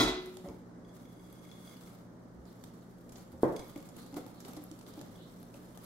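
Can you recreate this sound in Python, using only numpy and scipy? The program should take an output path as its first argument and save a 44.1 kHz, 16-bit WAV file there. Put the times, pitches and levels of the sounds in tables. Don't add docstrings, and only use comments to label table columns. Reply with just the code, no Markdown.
import sys
import numpy as np
from scipy import signal
from scipy.fft import rfft, irfft, next_fast_len
from scipy.io import wavfile
from scipy.ndimage import map_coordinates

SR = 44100
rng = np.random.default_rng(int(sys.argv[2]) if len(sys.argv) > 2 else 0)


def digitize_waveform(pressure):
    field = np.atleast_2d(pressure).T
    bounded = np.clip(field, -1, 1)
    quanta = np.round(bounded * 32767).astype(np.int16)
    wavfile.write(sys.argv[1], SR, quanta)


N = 257984

# (frequency [Hz], width [Hz], level [dB])
GLASS_MODES = [(2170, 50, 1.5), (3320, 60, 2), (3430, 50, 5), (4770, 50, -1.5), (6230, 75, .5),
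               (6340, 100, -5), (7040, 80, -10), (7650, 110, -9), (9360, 150, -3), (12700, 130, -14)]
# (frequency [Hz], level [dB])
TICK_SPECTRUM = [(150, 0), (600, 2.5), (1200, -11), (2100, -17.5), (2650, -14.5), (3600, -12),
                 (7000, -12.5), (9200, -15.5), (11500, -11.5), (13500, -19), (16000, -33)]


def amp(db):
    return 10 ** (np.asarray(db) / 20)


def unit(x):
    return x / np.sqrt(np.mean(x ** 2) + 1e-20)


def unit_peak(x):
    return x / np.abs(x).max()


def unit_energy(x):
    return x / np.sqrt(np.sum(np.atleast_2d(x) ** 2, axis=1).mean() / (SR / 1000))


def along(points, hz):
    knots_hz, values = np.transpose(points)
    return np.interp(np.log(hz + 1), np.log(knots_hz + 1), values)


def wobble(rate):
    return map_coordinates(rng.standard_normal(int(N * rate / SR) + 4), [np.arange(N) * rate / SR])


def swell(start_s, end_s, attack_s, t60):
    t = np.arange(N) / SR
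    return np.clip((t - start_s) / attack_s, 0, 1) * amp(-60 * np.maximum(t - end_s, 0) / t60)


def add(track, s, sound):
    part = track[:, max(round(s * SR), 0):][:, :sound.shape[1]]
    part += sound[:, :part.shape[1]]


def filtered(x, response):
    size = x.shape[-1]
    padded = next_fast_len(size + SR // 4)
    return irfft(rfft(x, padded) * response(np.fft.rfftfreq(padded, 1 / SR)), padded)[..., :size]


def resonate(x, modes):
    return filtered(x, lambda hz: sum(
        (-1) ** k * amp(db) * 1j * hz * width / (centre ** 2 - hz ** 2 + 1j * hz * width)
        for k, (centre, width, db) in enumerate(modes)))


def pulse(spectrum, size=4096):
    cepstrum = irfft(np.log(amp(along(spectrum, np.fft.rfftfreq(size, 1 / SR)))))
    cepstrum[1:size // 2] *= 2
    cepstrum[size // 2 + 1:] = 0
    return unit_peak(irfft(np.exp(rfft(cepstrum))))


def contact(chatter, t60):
    t = np.arange(SR // 5) / SR
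    force = chatter * rng.standard_normal(len(t)) * amp(-60 * t / t60)
    force[0] = 1
    return force


def grains(rate, spread_db, spectrum, alike):
    size = amp(spread_db * np.minimum(rng.exponential(size=(3, N)), 4)) * rng.standard_normal((3, N))
    snaps = size * (rng.random((3, N)) < rate / SR)
    sides = alike * snaps[0] + snaps[1:]
    return unit(filtered(sides, lambda hz: amp(along(spectrum, hz))))


def diffuse(size):
    # (frequency [Hz], correlation [ratio])
    likeness = [(100, 0.73), (300, 0.79), (550, 0.58), (1000, 0.039), (2000, 0), (15000, 0.021)]

    def mid_side_gains(hz):
        angle = np.arccos(np.clip(along(likeness, hz), -1, 1)) / 2
        return np.array([np.cos(angle), np.sin(angle)])

    mid, side = filtered(rng.standard_normal((2, size)), mid_side_gains)
    return np.array([mid + side, mid - side])


def in_room(x, room_db):
    # (frequency [Hz], t60 [s])
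    decay_times = [(100, 0.56), (300, 0.4), (800, 0.5), (3500, 0.63), (8000, 0.28), (15000, 0.1)]
    hz, t, noise = signal.stft(diffuse(size=SR * 3 // 4), SR, nperseg=256)
    decay = amp(-60 * t / along(decay_times, hz)[:, None])
    response = signal.istft(noise * decay * (1 - np.exp(-t / 0.00061)), SR, nperseg=256)[1]
    response *= amp(room_db) / np.linalg.norm(response[0])
    response[:, 0] += 1
    return signal.fftconvolve(np.atleast_2d(x), response, axes=1)


def room_tone():
    # (frequency [Hz], level [dB])
    air_spectrum = [(20, -22), (40, -7.5), (80, -7), (140, -3), (200, 1.5), (270, 2), (380, -5),
                    (550, -6.5), (800, -12.5), (1200, -16), (1900, -23), (2600, -37), (6000, -33.5),
                    (16000, -52)]
    # (frequency [Hz], level [dB])
    hum_tones = [(39.5, -74), (119.5, -62.5), (176.3, -59.5), (186, -66), (240, -67), (367, -73.5),
                 (431, -78.5)]
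    t = np.arange(N) / SR
    air = unit(filtered(diffuse(size=N), lambda hz: amp(along(air_spectrum, hz))))
    hum = sum(amp(db + 0.74 * wobble(3.4)) * np.sqrt(2) * np.sin(2 * np.pi * hz * t + 1.5 * wobble(6.1))
              for hz, db in hum_tones)
    return amp(-54 + 0.6 * wobble(5)) * air + hum


def wood_thump():
    # (time [s], level [dB])
    s, db = (3.4325, -12)
    # (frequency [Hz], level [dB])
    push_spectrum = [(25, -12), (45, -17), (80, -13), (125, 0), (220, 1), (310, 7.5), (500, 6.5),
                     (750, -1.5), (1050, -5.5), (1400, -15), (2000, -17.5), (2700, -32), (6000, -62),
                     (15000, -83)]
    # (frequency [Hz], level relative to the blow [dB], t60 [s])
    wood_modes = [(134, -26, 0.22), (262.5, -14, 0.12), (546, -14.5, 0.17)]
    out, t = np.zeros((2, N)), np.arange(SR // 2) / SR
    push = -unit_peak(np.convolve(pulse(push_spectrum), np.hanning(SR // 2000)))
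    muffled = filtered(push, lambda hz: 1 / (1 + 1j * hz / 1100) ** 2)
    heard = in_room(push, room_db=1)
    heard[:, :len(push)] += amp(4) * muffled - push
    add(out, s, amp(db) * heard)
    ring = sum(amp(level - 60 * t / t60) * np.sin(2 * np.pi * hz * t) for hz, level, t60 in wood_modes)
    add(out, s, -amp(db) * (ring * (1 - np.exp(-t / 0.004)))[None])
    return out


def steel_bowl():
    # (time [s], clatter level [dB], ring level [dB], ring tilt [dB/octave])
    blows = [(0.0, -20, -26, 0), (0.019, -23, -47, 2), (0.076, -29.5, -47, 3)]
    # (frequency [Hz], level [dB], t60 [s])
    steel_modes = [(120, -9, .45), (266, -8, .5), (304, -1, .42), (349, -11, .6), (368, -6, 1.35),
                   (440, -7, .55), (560, -14, .45), (762, -16, .6), (809, -17, .5), (970, -14, .36),
                   (1061, -10, .38), (1094, -11, .45), (1282, -12, .48), (1359, -7, .36), (1391, -15, .45),
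                   (1462, -17, .38), (1865, -16, .45), (2009, -7.5, .52), (2197, -13, .4), (2216, -13, .45),
                   (2595, -22, .45), (3291, -12, .4), (3327, -6.5, .4), (3389, -14, .45), (3408, -14, .5),
                   (3472, -11, .42), (3815, -10, .44), (3873, -12.5, .46), (3950, -12, .33),
                   (3987, -10.5, .42), (4016, -9.5, .41), (4312, -16, .3), (4441, -22, .42),
                   (4943, -15, .36), (4983, -18, .42), (5089, -13, .3), (5831, -21, .4)]
    # (frequency [Hz], level [dB])
    clatter_spectrum = [(20, -44.5), (42, -6), (80, -15), (125, -11.5), (200, -4), (290, -0.5), (420, -11),
                        (650, -8.5), (1050, -11), (1400, -10.5), (1700, -19.5), (2100, -16.5), (2900, -21),
                        (3400, -16), (4000, -15.5), (4600, -17), (6000, -18.5), (9000, -24.5),
                        (15500, -28.5)]
    # (frequency [Hz], phase [rad])
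    phase_gap = [(300, .15), (700, 0.34), (1350, 2), (2000, 1.6), (3300, 1.6), (5000, 1.2)]
    out, t = np.zeros((2, N)), np.arange(SR * 3 // 2) / SR
    hz, level, t60 = np.transpose(steel_modes)[:, :, None]
    rocking = amp(3 * np.cos(2 * np.pi * 10.6 * t))
    side_phase = np.array([[[0.5]], [[-0.5]]]) * along(phase_gap, hz)
    for s, clatter_db, ring_db, tilt in blows:
        clatter = unit_peak(signal.fftconvolve(contact(chatter=0.21, t60=0.086), pulse(clatter_spectrum)))
        add(out, s, amp(clatter_db - 3) * in_room(clatter, room_db=7))
        phase = rng.uniform(0, 2 * np.pi, hz.shape) + side_phase
        ring = amp(level + tilt * np.log2(hz / 1000) - 60 * t / t60) * np.sin(2 * np.pi * hz * t + phase)
        add(out, s, amp(ring_db) * rocking * ring.sum(axis=1))
    return out


def bowl_knocks():
    # (time [s], level [dB], rise [s])
    knocks = [(.441, -36, 0.014), (.483, -36, 0.0036), (3.155, -43, 0.0043), (3.329, -42.5, 0.0033),
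              (3.759, -37, 0.00091), (3.968, -43, 0.0032), (4.125, -42, 0.038), (4.168, -31, 0.00038),
              (4.264, -40.5, 0.00042), (4.453, -41.5, 0.0027), (4.481, -40, 0.0016), (4.566, -36, 0.013),
              (4.714, -46, 0.00067), (4.864, -43, 0.0013), (4.973, -43.5, 0.00091), (5.542, -42.5, 0.0012)]
    # (frequency [Hz], width [Hz], level [dB])
    table_modes = [(170, 92, -6), (290, 74, -1), (544, 37, -3), (782, 86, -11), (1220, 220, -22),
                   (2170, 120, -26)]
    # (time [s], level [dB], frequency [Hz], rise [s], t60 [s])
    thuds = [(0.473, -50, 63.4, .018, .23), (2.357, -55, 61.8, 0.019, 0.35), (3.323, -51, 77, .018, .23),
             (3.758, -38, 290, 0.01, 0.089), (4.122, -43, 286.6, .02, 0.21),
             (4.165, -38, 295, 0.0019, 0.056), (4.262, -47, 290, 0.0028, 0.063),
             (4.565, -42.5, 300, 0.01, 0.16), (4.713, -43.5, 313, 0.0024, 0.09),
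             (4.972, -43.5, 303, .005, 0.044), (4.995, -41, 275, 0.0026, 0.034),
             (5.013, -46.5, 117, .018, 0.26), (5.08, -51.5, 108.5, .018, 0.27)]
    out, t = np.zeros((2, N)), np.arange(SR // 3) / SR
    for s, db, rise_s in knocks:
        judder = rng.standard_normal(len(t)) * (1 - np.exp(-t / rise_s)) * amp(-60 * t / 0.12)
        modes = [(hz * (1 + 0.051 * rng.standard_normal()), width, level)
                 for hz, width, level in table_modes]
        add(out, s - 0.002, amp(db - 3) * in_room(unit_peak(resonate(judder, modes)), room_db=-5))
    for s, db, hz, rise_s, t60 in thuds:
        push = np.sin(2 * np.pi * hz * t) * (1 - np.exp(-t / rise_s)) * amp(-60 * t / t60)
        add(out, s, amp(db) * in_room(unit_peak(push), room_db=-11.5))
    return out


def batter_sucks():
    # (time [s], length [s], start pitch [Hz], end pitch [Hz], level [dB])
    gaps = [(2.456, 0.046, 4620, 3660, -72), (3.921, 0.19, 4090, 4380, -70),
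            (4.354, 0.069, 4120, 3920, -72), (4.869, 0.14, 3830, 3100, -74), (5.158, 0.11, 3210, 4110, -68)]
    out = np.zeros((2, N))
    for s, length, start_hz, end_hz, db in gaps:
        progress = np.linspace(0, 1, round(length * SR))
        flutter = filtered(rng.standard_normal((2, SR // 4)), lambda hz: np.exp(-(hz / 700) ** 2))
        glide = np.sin(2 * np.pi * np.cumsum(start_hz + (end_hz - start_hz) * progress) / SR)
        suck = np.sin(np.pi * progress) * unit(flutter[:, :len(glide)] * glide)
        add(out, s, amp(db) * in_room(suck, room_db=0))
    return out


def wire_ticks():
    # (time [s], level [dB], brightness [dB], t60 [s])
    touches = [(.2586, -39, -3, 0.019), (.3693, -37.5, -1, 0.016), (.486, -49, -20, 0.012),
               (.966, -51, -3, 0.015), (1.3257, -44.5, 11, 0.013), (1.514, -45.5, -10, 0.01),
               (1.809, -52, -2, 0.022), (2.4536, -50, -7, .02), (2.638, -38, 0.5, 0.029),
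               (3.092, -43.5, 1, 0.032), (3.12, -41, 3, 0.036), (3.156, -44.5, -26, 0.049),
               (3.563, -36, -2, 0.01), (3.593, -33, 1, 0.047), (3.682, -48, 13, .012),
               (3.7585, -38, -1, 0.027), (3.777, -41, -2, .012), (3.802, -47, -3, 0.015),
               (3.826, -40, -0.5, .015), (3.888, -42, 0, 0.055), (3.9655, -38, 6, 0.025),
               (4.022, -48, 11, 0.0094), (4.0615, -41.5, 1, 0.03), (4.142, -38, 0, 0.018),
               (4.167, -40, 8, 0.016), (4.206, -50, 10, .006), (4.2635, -41, 2, 0.021),
               (4.402, -39.5, -0.5, 0.046), (4.448, -40, -6, 0.032), (4.481, -39.5, 3.5, 0.028),
               (4.534, -39, 3, 0.012), (4.565, -36.5, 0.5, 0.05), (4.6385, -40, 14, 0.0058),
               (4.714, -40.5, -4.5, 0.0082), (4.789, -45, 5, 0.033), (4.81, -43.5, -2, .03),
               (4.864, -46, -10, 0.02), (4.937, -45, -4, 0.015), (4.991, -41, -2, 0.017),
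               (5.013, -36.5, -6.5, 0.0096), (5.399, -55, 18, .01), (5.429, -44.5, 4, 0.01),
               (5.541, -44.5, -5, 0.017), (5.774, -38.5, 3.5, 0.012), (5.841, -43, 15, .012)]
    # (frequency [Hz], weight [ratio])
    tilt = [(1200, 0.12), (6000, -1.14), (11500, 1)]
    out, t = np.zeros((2, N)), np.arange(SR // 20) / SR
    build_up = 1 - np.exp(-t / 0.00087)
    for s, db, bright_db, t60 in touches:
        click = pulse([(hz, level + bright_db * along(tilt, hz) + 3.5 * rng.standard_normal())
                       for hz, level in TICK_SPECTRUM])
        jolts = rng.standard_normal((2, len(t))) ** 3 * build_up * amp(-60 * t / t60)
        add(out, s, amp(db - 3) * unit_energy(signal.fftconvolve(jolts, click[None], axes=1)))
    return in_room(out, room_db=-6)[:, :N]


def glass_pings():
    # (time [s], level [dB], low-pass corner [Hz], extra level of the lowest mode [dB])
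    strikes = [(.847, -59.5, 4000, -6), (.892, -59.5, 5000, -8), (.968, -65, 20000, -8),
               (1.054, -58.5, 4000, -4), (1.195, -58, 3500, -1), (1.327, -57, 6000, -4),
               (1.451, -54.5, 8000, 2), (1.491, -54, 10000, 6), (1.515, -47, 7000, -4),
               (1.569, -56, 4970, 5), (1.648, -54, 16000, -2), (1.674, -47.5, 6500, -6),
               (1.694, -53, 13000, 0), (1.712, -53, 9000, 5), (1.735, -57, 14000, 9),
               (1.872, -55, 5030, 5.5), (3.565, -42, 20000, -1), (3.593, -47, 9000, 6),
               (3.622, -51, 4000, 21), (3.7585, -49.5, 20000, 17), (5.155, -55, 3560, -10)]
    out = np.zeros((2, N))
    for s, db, soft_hz, low_db in strikes:
        modes = [(hz, width, level + low_db * (k == 0) + 1.5 * rng.standard_normal())
                 for k, (hz, width, level) in enumerate(GLASS_MODES)]
        ring = resonate(contact(chatter=0.05, t60=0.025), modes)
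        softened = filtered(ring, lambda hz: 1 / (1 + 1j * hz / soft_hz) ** 2)
        add(out, s, amp(db) * unit_energy(softened)[None])
    return in_room(out, room_db=-5)[:, :N]


def wire_rub(effort_db):
    slips = grains(rate=1200, spread_db=2.5, spectrum=[(2000, 0.0019), (14000, 0.0085)], alike=0.17)
    on_wall = swell(start_s=0.85, end_s=1.73, attack_s=0.028, t60=0.35)
    level_db = -76 + 0.69 * (effort_db - effort_db.mean()) + 3.4 * wobble(44.4)
    return on_wall * amp(level_db) * unit(resonate(slips, GLASS_MODES))


def bubbles(count, typical_hz=9060, spread_octaves=0.628, t60_cycles=57):
    when, side, lag = rng.random((count, 3)).T[:, :, None]
    hz = np.minimum(typical_hz * 2 ** (spread_octaves * rng.standard_normal((count, 1))), SR / 2)
    size = amp(-6 * np.minimum(rng.exponential(size=(count, 1)), 4))
    age = np.arange(SR // 100)
    cycles = hz * age / SR
    envelope = size * amp(-60 * cycles / t60_cycles) * (1 - np.exp(-cycles / 2))
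    left = np.sqrt(side) * np.sin(2 * np.pi * cycles)
    right = np.sqrt(1 - side) * np.sin(2 * np.pi * (cycles + lag))
    at = ((when * N).astype(int) + age).ravel()
    return unit(np.array([np.bincount(at, (envelope * wave).ravel(), N)[:N] for wave in (left, right)]))


def whisk():
    # (time [s], level [dB])
    effort = [(0.3, -70.5), (0.38, -72.5), (0.53, -75), (0.66, -91), (0.92, -81), (1.09, -78.5),
              (1.26, -75), (1.64, -69), (1.8, -68), (1.95, -90), (2.23, -83.5), (2.51, -87), (2.63, -74.5),
              (2.99, -79), (3.67, -68), (3.93, -72), (5.31, -72.5), (5.85, -72.5)]
    # (time [s], level [dB], rise [s], t60 [s])
    digs = [(.42, -67.5, 0.034, 0.28), (.92, -71, 0.041, 0.75), (1.78, -65, 0.0507, 0.8),
            (2.43, -72, 0.075, 1), (3.13, -63.5, 0.042, 0.242), (3.4, -63, 0.038, 0.12),
            (3.64, -79, 0.027, 0.16), (3.94, -65, 0.04, 0.76), (4.159, -54, 0.0085, 0.094),
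            (4.43, -63, 0.045, 0.62), (4.77, -76.5, 0.032, 0.11), (4.85, -67.5, 0.037, 0.61),
            (5.52, -69.5, 0.028, 0.42), (5.81, -63, .025, .4)]
    # (frequency [Hz], level [dB])
    squelch_spectrum = [(300, -7), (800, -7), (1200, 7), (1700, -7), (2100, -3.5), (2600, -11.5),
                        (3200, -5), (4200, -5.5), (6000, -9.5), (9000, -9), (16000, -6.5)]
    # (frequency [Hz], level [dB])
    crackle_spectrum = [(1000, 13.5), (4000, 0), (6500, 6), (8000, 9.5), (9300, 1), (11400, 14),
                        (13500, -1), (16000, -2.5)]
    effort_db = np.interp(np.arange(N) / SR, *np.transpose(effort))
    digging = sum(amp(db) * swell(s, s + rise, rise, t60) for s, db, rise, t60 in digs)
    drive_db = 20 * np.log10(np.hypot(amp(effort_db), digging))
    clumps = wobble(70)
    squelch = grains(rate=1700, spread_db=0, spectrum=squelch_spectrum, alike=0.29)
    squelch *= amp(-69.5 + drive_db - drive_db.mean() + 3.1 * clumps)
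    crackle = grains(rate=2400, spread_db=0.5, spectrum=crackle_spectrum, alike=0.087)
    crackle *= amp(drive_db - 0.5 + 3 * clumps)
    fizz = amp(drive_db - 4.5) * bubbles(count=1400)
    snaps = amp(drive_db - 2) * grains(rate=60, spread_db=0.5, spectrum=TICK_SPECTRUM, alike=0.3)
    return in_room(squelch + crackle + fizz + snaps + wire_rub(effort_db), room_db=-5.5)[:, :N]


def scene():
    beating = whisk() + batter_sucks() + wire_ticks() + glass_pings() + bowl_knocks()
    lean_left = lambda hz: amp(along([(9000, 0), (15000, 3.5)], hz) * np.array([[1], [-1]]))
    clang = filtered(steel_bowl(), lean_left)
    return clang + (beating + wood_thump() + room_tone()) * amp([[-0.35], [0.35]])


def record(dry):
    top_hz = 15800
    return filtered(dry, lambda hz: 1 / (1 + (hz / top_hz) ** 300))


dry = scene()
out = record(dry)
digitize_waveform(out)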